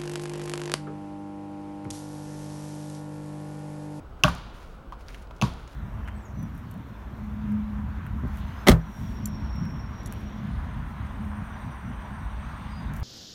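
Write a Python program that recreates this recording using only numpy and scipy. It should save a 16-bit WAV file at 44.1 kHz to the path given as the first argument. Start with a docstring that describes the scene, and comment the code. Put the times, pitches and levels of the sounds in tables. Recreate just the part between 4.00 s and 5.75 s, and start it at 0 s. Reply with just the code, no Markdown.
"""Axe on a dead trunk

Two axe blows on a dead standing trunk, some metres away in a quiet forest.
Each blow is a run of impulses that excites decaying modes: crack, knock, hollow ring and stem thud.
Grain noise tears the fibres, and noise decaying band by band is the scatter from the trees.
Around the blows filtered noise makes ticking chips, twigs and dry leaves over a low rumble of air."""
import sys
import numpy as np
from scipy import signal
from scipy.fft import rfft, irfft
from scipy.io import wavfile

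SR = 44100
rng = np.random.default_rng(int(sys.argv[2]) if len(sys.argv) > 2 else 0)


def waveform_to_disk(signal):
    """Save audio, clipped to [-1, 1], as 16-bit WAV at the path in sys.argv[1]."""
    frames = np.transpose(np.atleast_2d(signal))
    scaled = np.clip(frames, -1, 1) * 32767
    samples = np.round(scaled).astype(np.int16)
    wavfile.write(sys.argv[1], SR, samples)


N = 77175   # samples
TIME = np.arange(N) / SR   # s

# jolts of the blade in the wood: start_s, crack_db, knock_db, hollow_db, thud_db, knock_upper_edge_hz
JOLTS = [(.2366, -1.5, -26, -22, -24, 1970), (.2430, -26.5, -15.5, -11, -20, 1610),
         (0.2499, -19.5, -32.5, -26.5, -12, 1590), (.2802, -29, -21, -38, -40, 1500),
         (1.4144, -17.5, -52, -23, -51, 1290), (1.4174, -24.5, -39, -56, -33, 1190),
         (1.4224, -17, -19.5, -42, -22.5, 1020), (1.4271, -34, -35, -38, -13, 960),
         (1.4361, -45, -24, -40, -10.5, 1180)]
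# colour of dry litter, both snapping and rustling: frequency_hz, level_db
LITTER_COLOUR = [(800, -26.5), (1500, 9.5), (2500, 6), (4000, 2), (7000, -3), (10000, -6.5), (15000, -13)]


def from_db(db):
    """Amplitude ratio: 20 dB is a factor of ten in gain."""
    return 10 ** (np.asarray(db) / 20)


def rms_one(x):
    """Normalisation by mean power: scale to rms 1."""
    return x / np.sqrt(np.mean(x ** 2) + 1e-20)


def at_hz(points, hz, axis=1):
    """Logarithmic pitch scale: read a table's column, interpolated over log frequency."""
    table = np.array(points)
    return np.interp(np.log(hz + 1e-9), np.log(table[:, 0]), table[:, axis])


def coloured(x, spectrum):
    """Linear filtering: weight each frequency of a steady signal; rms 1."""
    bin_hz = np.arange(N // 2 + 1) * SR / N
    gains = from_db(at_hz(spectrum, bin_hz))
    return rms_one(irfft(rfft(x) * gains, N))


def noise(spectrum):
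    """Stationary random process: Gaussian noise of a given colour, rms 1."""
    return coloured(rng.standard_normal(N), spectrum)


def grains(per_s, spread_db):
    """Shot noise: random one-sample clicks of uneven size and random sign."""
    excess_db = spread_db * np.minimum(rng.exponential(1, N), 4)
    sizes = from_db(excess_db) * rng.choice([-1, 1], N)
    return sizes * (rng.random(N) < per_s / SR)


def dying(s, t60):
    """Exponential decay: jump to 1 at s, then fall 60 dB in each t60."""
    return (TIME >= s) * np.exp(-np.log(1000) * np.clip((TIME - s) / t60, 0, 10))


def click(s):
    """Unit impulse, shared between the two samples around s."""
    return np.maximum(0, 1 - np.abs(TIME - s) * SR)


def ring(force, modes, alternate=False):
    """Modal superposition: modes of like sign start at once, those of alternating sign swell."""
    out = np.zeros(N)
    for k, (hz, db, t60) in enumerate(modes):
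        radius = np.exp(-np.log(1000) / (t60 * SR))   # decay per sample
        angle = 2 * np.pi * hz / SR
        feedback = [1, -2 * radius * np.cos(angle), radius * radius]
        mode = from_db(db) * signal.lfilter([.5, 0, -.5], feedback, force + 1e-18)
        out += -mode if alternate and k % 2 else mode
    return out


def soften(x, hz, order=2):
    """Contact compliance: a soft contact low-passes the force."""
    return signal.sosfilt(signal.butter(order, hz, fs=SR, output="sos"), x + 1e-18)


def air():
    """Broadband ambience: steady noise with most of its power in the bass."""
    # colour of the air: frequency_hz, level_db
    air_colour = [(15, -17.5), (28, -3), (45, -1.5), (65, -4), (95, -13.5), (160, -16), (280, -21),
                  (600, -23), (900, -26), (1450, -26.5), (1750, -39), (3000, -42.5), (5000, -51.5),
                  (8000, -58), (14500, -61), (15800, -55)]
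    level_db = -43
    return from_db(level_db) * noise(air_colour)


def leaves():
    """Granular friction: the pressure underfoot sets the level of a dense shower of leaf clicks."""
    # shifts of the leaves, Gaussian in time: centre_s, level_db, standard_deviation_s
    shuffles = [(.205, -66, .012), (0.557, -59, 0.016), (0.611, -59.5, .03), (0.707, -64, 0.051),
                (1.01, -59.5, 0.014), (1.111, -57.5, 0.039), (1.17, -67, 0.023), (1.217, -62.5, 0.027),
                (1.382, -65.5, 0.032), (1.608, -62, 0.031), (1.728, -58, 0.028)]
    pressure = sum(from_db(db) * np.exp(-((TIME - s) / width) ** 2 / 2) for s, db, width in shuffles)
    return pressure * coloured(grains(per_s=3600, spread_db=3.5), LITTER_COLOUR)


def snaps():
    """Resonant fracture: each chip or twig is a dying noise burst, partly filtered by a resonance."""
    # snaps in the litter: start_s, level_db, t60_s, pitch_hz
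    snap_events = [(.2858, -34, 0.022, 9300), (0.3506, -37, 0.012, 7900), (.3825, -45.5, 0.018, 7300),
                   (1.084, -37.5, 0.01, 5500), (1.089, -47, 0.095, 2170), (1.145, -39.5, 0.031, 2360),
                   (1.2221, -52, 0.044, 9000), (1.272, -56, .02, 4020), (1.3627, -54.5, 0.036, 6550),
                   (1.537, -46, .012, 6460), (1.676, -48, 0.034, 6000)]
    ring_share = 0.56   # amplitude share of the resonant part
    crunch, out = noise(LITTER_COLOUR), np.zeros(N)
    for s, db, t60, hz in snap_events:
        ringing = rms_one(signal.lfilter(*signal.iirpeak(hz, 2, fs=SR), crunch))
        out += from_db(db) * dying(s, t60) * (ring_share * ringing + (1 - ring_share) * crunch)
    return out


def taps():
    """Damped impact: light wooden taps as coloured noise with exponential decay."""
    # taps between the blows: start_s, level_db, t60_s
    tap_events = [(0.9232, -36.5, 0.1), (1.3091, -32.5, 0.031)]
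    # colour of the taps: frequency_hz, level_db
    tap_colour = [(300, -23), (550, 1), (800, 2.5), (1050, 13), (1450, -8), (1800, -16), (3500, -16.5),
                  (7000, -27.5), (15000, -41)]
    return noise(tap_colour) * sum(from_db(db) * dying(s, t60) for s, db, t60 in tap_events)


def forest(near_rise_s, far_rise_s, count=26):
    """Multiple scattering: near stems answer quickly, far ones slowly; each band has its own decay."""
    # scatter of each blow, with a dip in its near colour:
    # start_s, near_db, far_db, dip_hz, dip_depth_db
    echoes = [(0.249, -19, -36.5, 390, 8.5), (1.424, -21.5, -42.5, 1760, 4)]
    # scatter by frequency: frequency_hz, near_db, near_t60_s, far_db, far_t60_s
    scatter = [(50, 2, .7, 26.5, 1.3), (130, 0.5, 0.76, 5, 1.17), (250, 3.5, 0.29, -18, 1.6),
               (420, -2, 0.25, -9, 0.86), (700, -3.5, 0.37, 8, 0.63), (1200, 4.5, 0.14, 6.5, 1.35),
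               (1760, -10.5, 0.26, -4, 1.02), (3200, -12.5, 0.36, -4.5, 1.26),
               (5900, -17.5, .22, -10.5, 0.705), (10000, -30.5, 0.37, -29.5, 1.1),
               (15000, -36.5, .2, -27, 0.29)]
    dip_width_octaves = 0.6   # standard deviation of the Gaussian dip
    out, edges = np.zeros(N), np.geomspace(30, 16500, count + 1)
    white = rng.standard_normal((2, N))   # neighbouring bands draw on different noises
    for k, (low, high) in enumerate(zip(edges, edges[1:])):
        centre_hz = np.sqrt(low * high)
        band = signal.sosfilt(signal.butter(2, [low, high], "band", fs=SR, output="sos"), white[k % 2])
        near_db, near_t60, far_db, far_t60 = (at_hz(scatter, centre_hz, axis=c) for c in range(1, 5))
        for s, blow_near_db, blow_far_db, dip_hz, depth_db in echoes:
            octaves = np.log2(centre_hz / dip_hz)
            dip_db = depth_db * np.exp(-(octaves / dip_width_octaves) ** 2 / 2)
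            age = np.maximum(TIME - s, 0)
            near_rise, far_rise = 1 - np.exp(-age / near_rise_s), 1 - np.exp(-age / far_rise_s)
            near = from_db(blow_near_db + near_db - dip_db) * dying(s, near_t60) * near_rise
            far = from_db(blow_far_db + far_db) * dying(s, far_t60) * far_rise
            out += band * np.hypot(near, far) * 2   # powers of near and far add
    return out


def trunk(contact_hz, thud_hz):
    """Modal excitation: each jolt sets wood knocking, the cut ringing hollow and the stem thudding."""
    # modes of the stem: frequency_hz, level_db, t60_s
    thud_modes = [(64.2, -13.5, 0.51), (128, -8.5, .11), (152.2, -3, 0.061), (173, -11.5, 0.31),
                  (260.5, -14, 0.26)]
    # modes of the hollow ring: frequency_hz, level_db, t60_s
    hollow_modes = [(590, 2.5, 0.066), (602, 6.5, 0.042), (658.4, -11, .09)]
    # modes of the knocking wood: frequency_hz, level_db, t60_s
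    knock_modes = [(793, -5.5, 0.029), (966.4, -14.5, 0.17), (1135, 3, 0.05), (1102, -10, 0.044),
                   (1208, -10, 0.093), (1213, -14, 0.044), (1405, -1.5, .04), (1511, -8.5, 0.12),
                   (1560, -10, 0.082)]
    wood_low_edge_hz = 560   # knock and hollow ring carry little below this
    knocks, hollows, thuds = np.zeros(N), np.zeros(N), np.zeros(N)
    for s, _, knock_db, hollow_db, thud_db, knock_edge_hz in JOLTS:
        knocks += from_db(knock_db) * soften(click(s), knock_edge_hz, order=6)
        hollows += from_db(hollow_db) * click(s)
        thuds += from_db(thud_db) * click(s)
    knocking = ring(knocks, knock_modes)
    hollow = ring(soften(hollows, contact_hz), hollow_modes, alternate=True)
    high_pass = signal.butter(6, wood_low_edge_hz, "high", fs=SR, output="sos")
    wood = signal.sosfilt(high_pass, knocking + hollow)
    return wood + ring(soften(thuds, thud_hz, order=4), thud_modes)


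def blade():
    """Brittle fracture: a gritty impulse rings short crack modes, and fibres tear in a dying shower."""
    # modes of the crack: frequency_hz, level_db, t60_s
    crack_modes = [(2530, -5.5, 0.0025), (2685, 1.5, 0.0078), (3428, -10.5, 0.012), (4610, -13.5, 0.0063),
                   (6380, -7, 0.0041), (10900, -17, .002)]
    # colour of the tearing fibres: frequency_hz, level_db
    tear_colour = [(1200, 3.5), (2000, -13.5), (2800, 4), (4000, 0.5), (6200, -14.5), (9000, -16),
                   (15000, -24.5)]
    bite_s, grit_gain = 0.0013, 0.12   # half-height width of the grit's triangle, gain beside the click
    tear_db, tear_t60_s = -8, 0.03   # level relative to the crack, decay
    force, tearing = np.zeros(N), np.zeros(N)
    grit = rng.choice([-1, 1], N)
    for s, crack_db, *_ in JOLTS:
        entry = np.maximum(0, 1 - np.abs(TIME - s - bite_s / 2) / bite_s)
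        force += from_db(crack_db) * (click(s) + grit_gain * entry * grit)
        tearing += from_db(crack_db + tear_db) * dying(s, tear_t60_s)
    fibres = tearing * coloured(grains(per_s=7700, spread_db=6.5), tear_colour)
    return ring(force, crack_modes, alternate=True) + fibres


def scene():
    """Superposition: air, forest floor, scatter and blows add as pressures in one channel."""
    floor = leaves() + snaps() + taps()
    scattered = forest(near_rise_s=0.0044, far_rise_s=.03)
    blows = trunk(contact_hz=1220, thud_hz=250) + blade()
    return (air() + floor + scattered + blows)[None]


def record(dry):
    """Saturation and band limits: rounded peaks, a microphone notch, electronic whine, a treble cut."""
    # faint steady whines: frequency_hz, rms_level_db
    whines = [(7865, -87.5), (15735, -90)]
    peak_limit = 0.73   # of full scale, ahead of the filters
    notch_hz, notch_q = 7950, 9.7
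    cutoff_hz = 16300
    rounded = peak_limit * np.tanh(dry / peak_limit)
    dipped = signal.lfilter(*signal.iirnotch(notch_hz, notch_q, fs=SR), rounded)
    whine = sum(from_db(db) * np.sqrt(2) * np.sin(2 * np.pi * hz * TIME) for hz, db in whines)
    low_pass = signal.ellip(10, .1, 80, cutoff_hz, fs=SR, output="sos")
    return signal.sosfilt(low_pass, dipped + whine)


dry = scene()
out = record(dry)
waveform_to_disk(out)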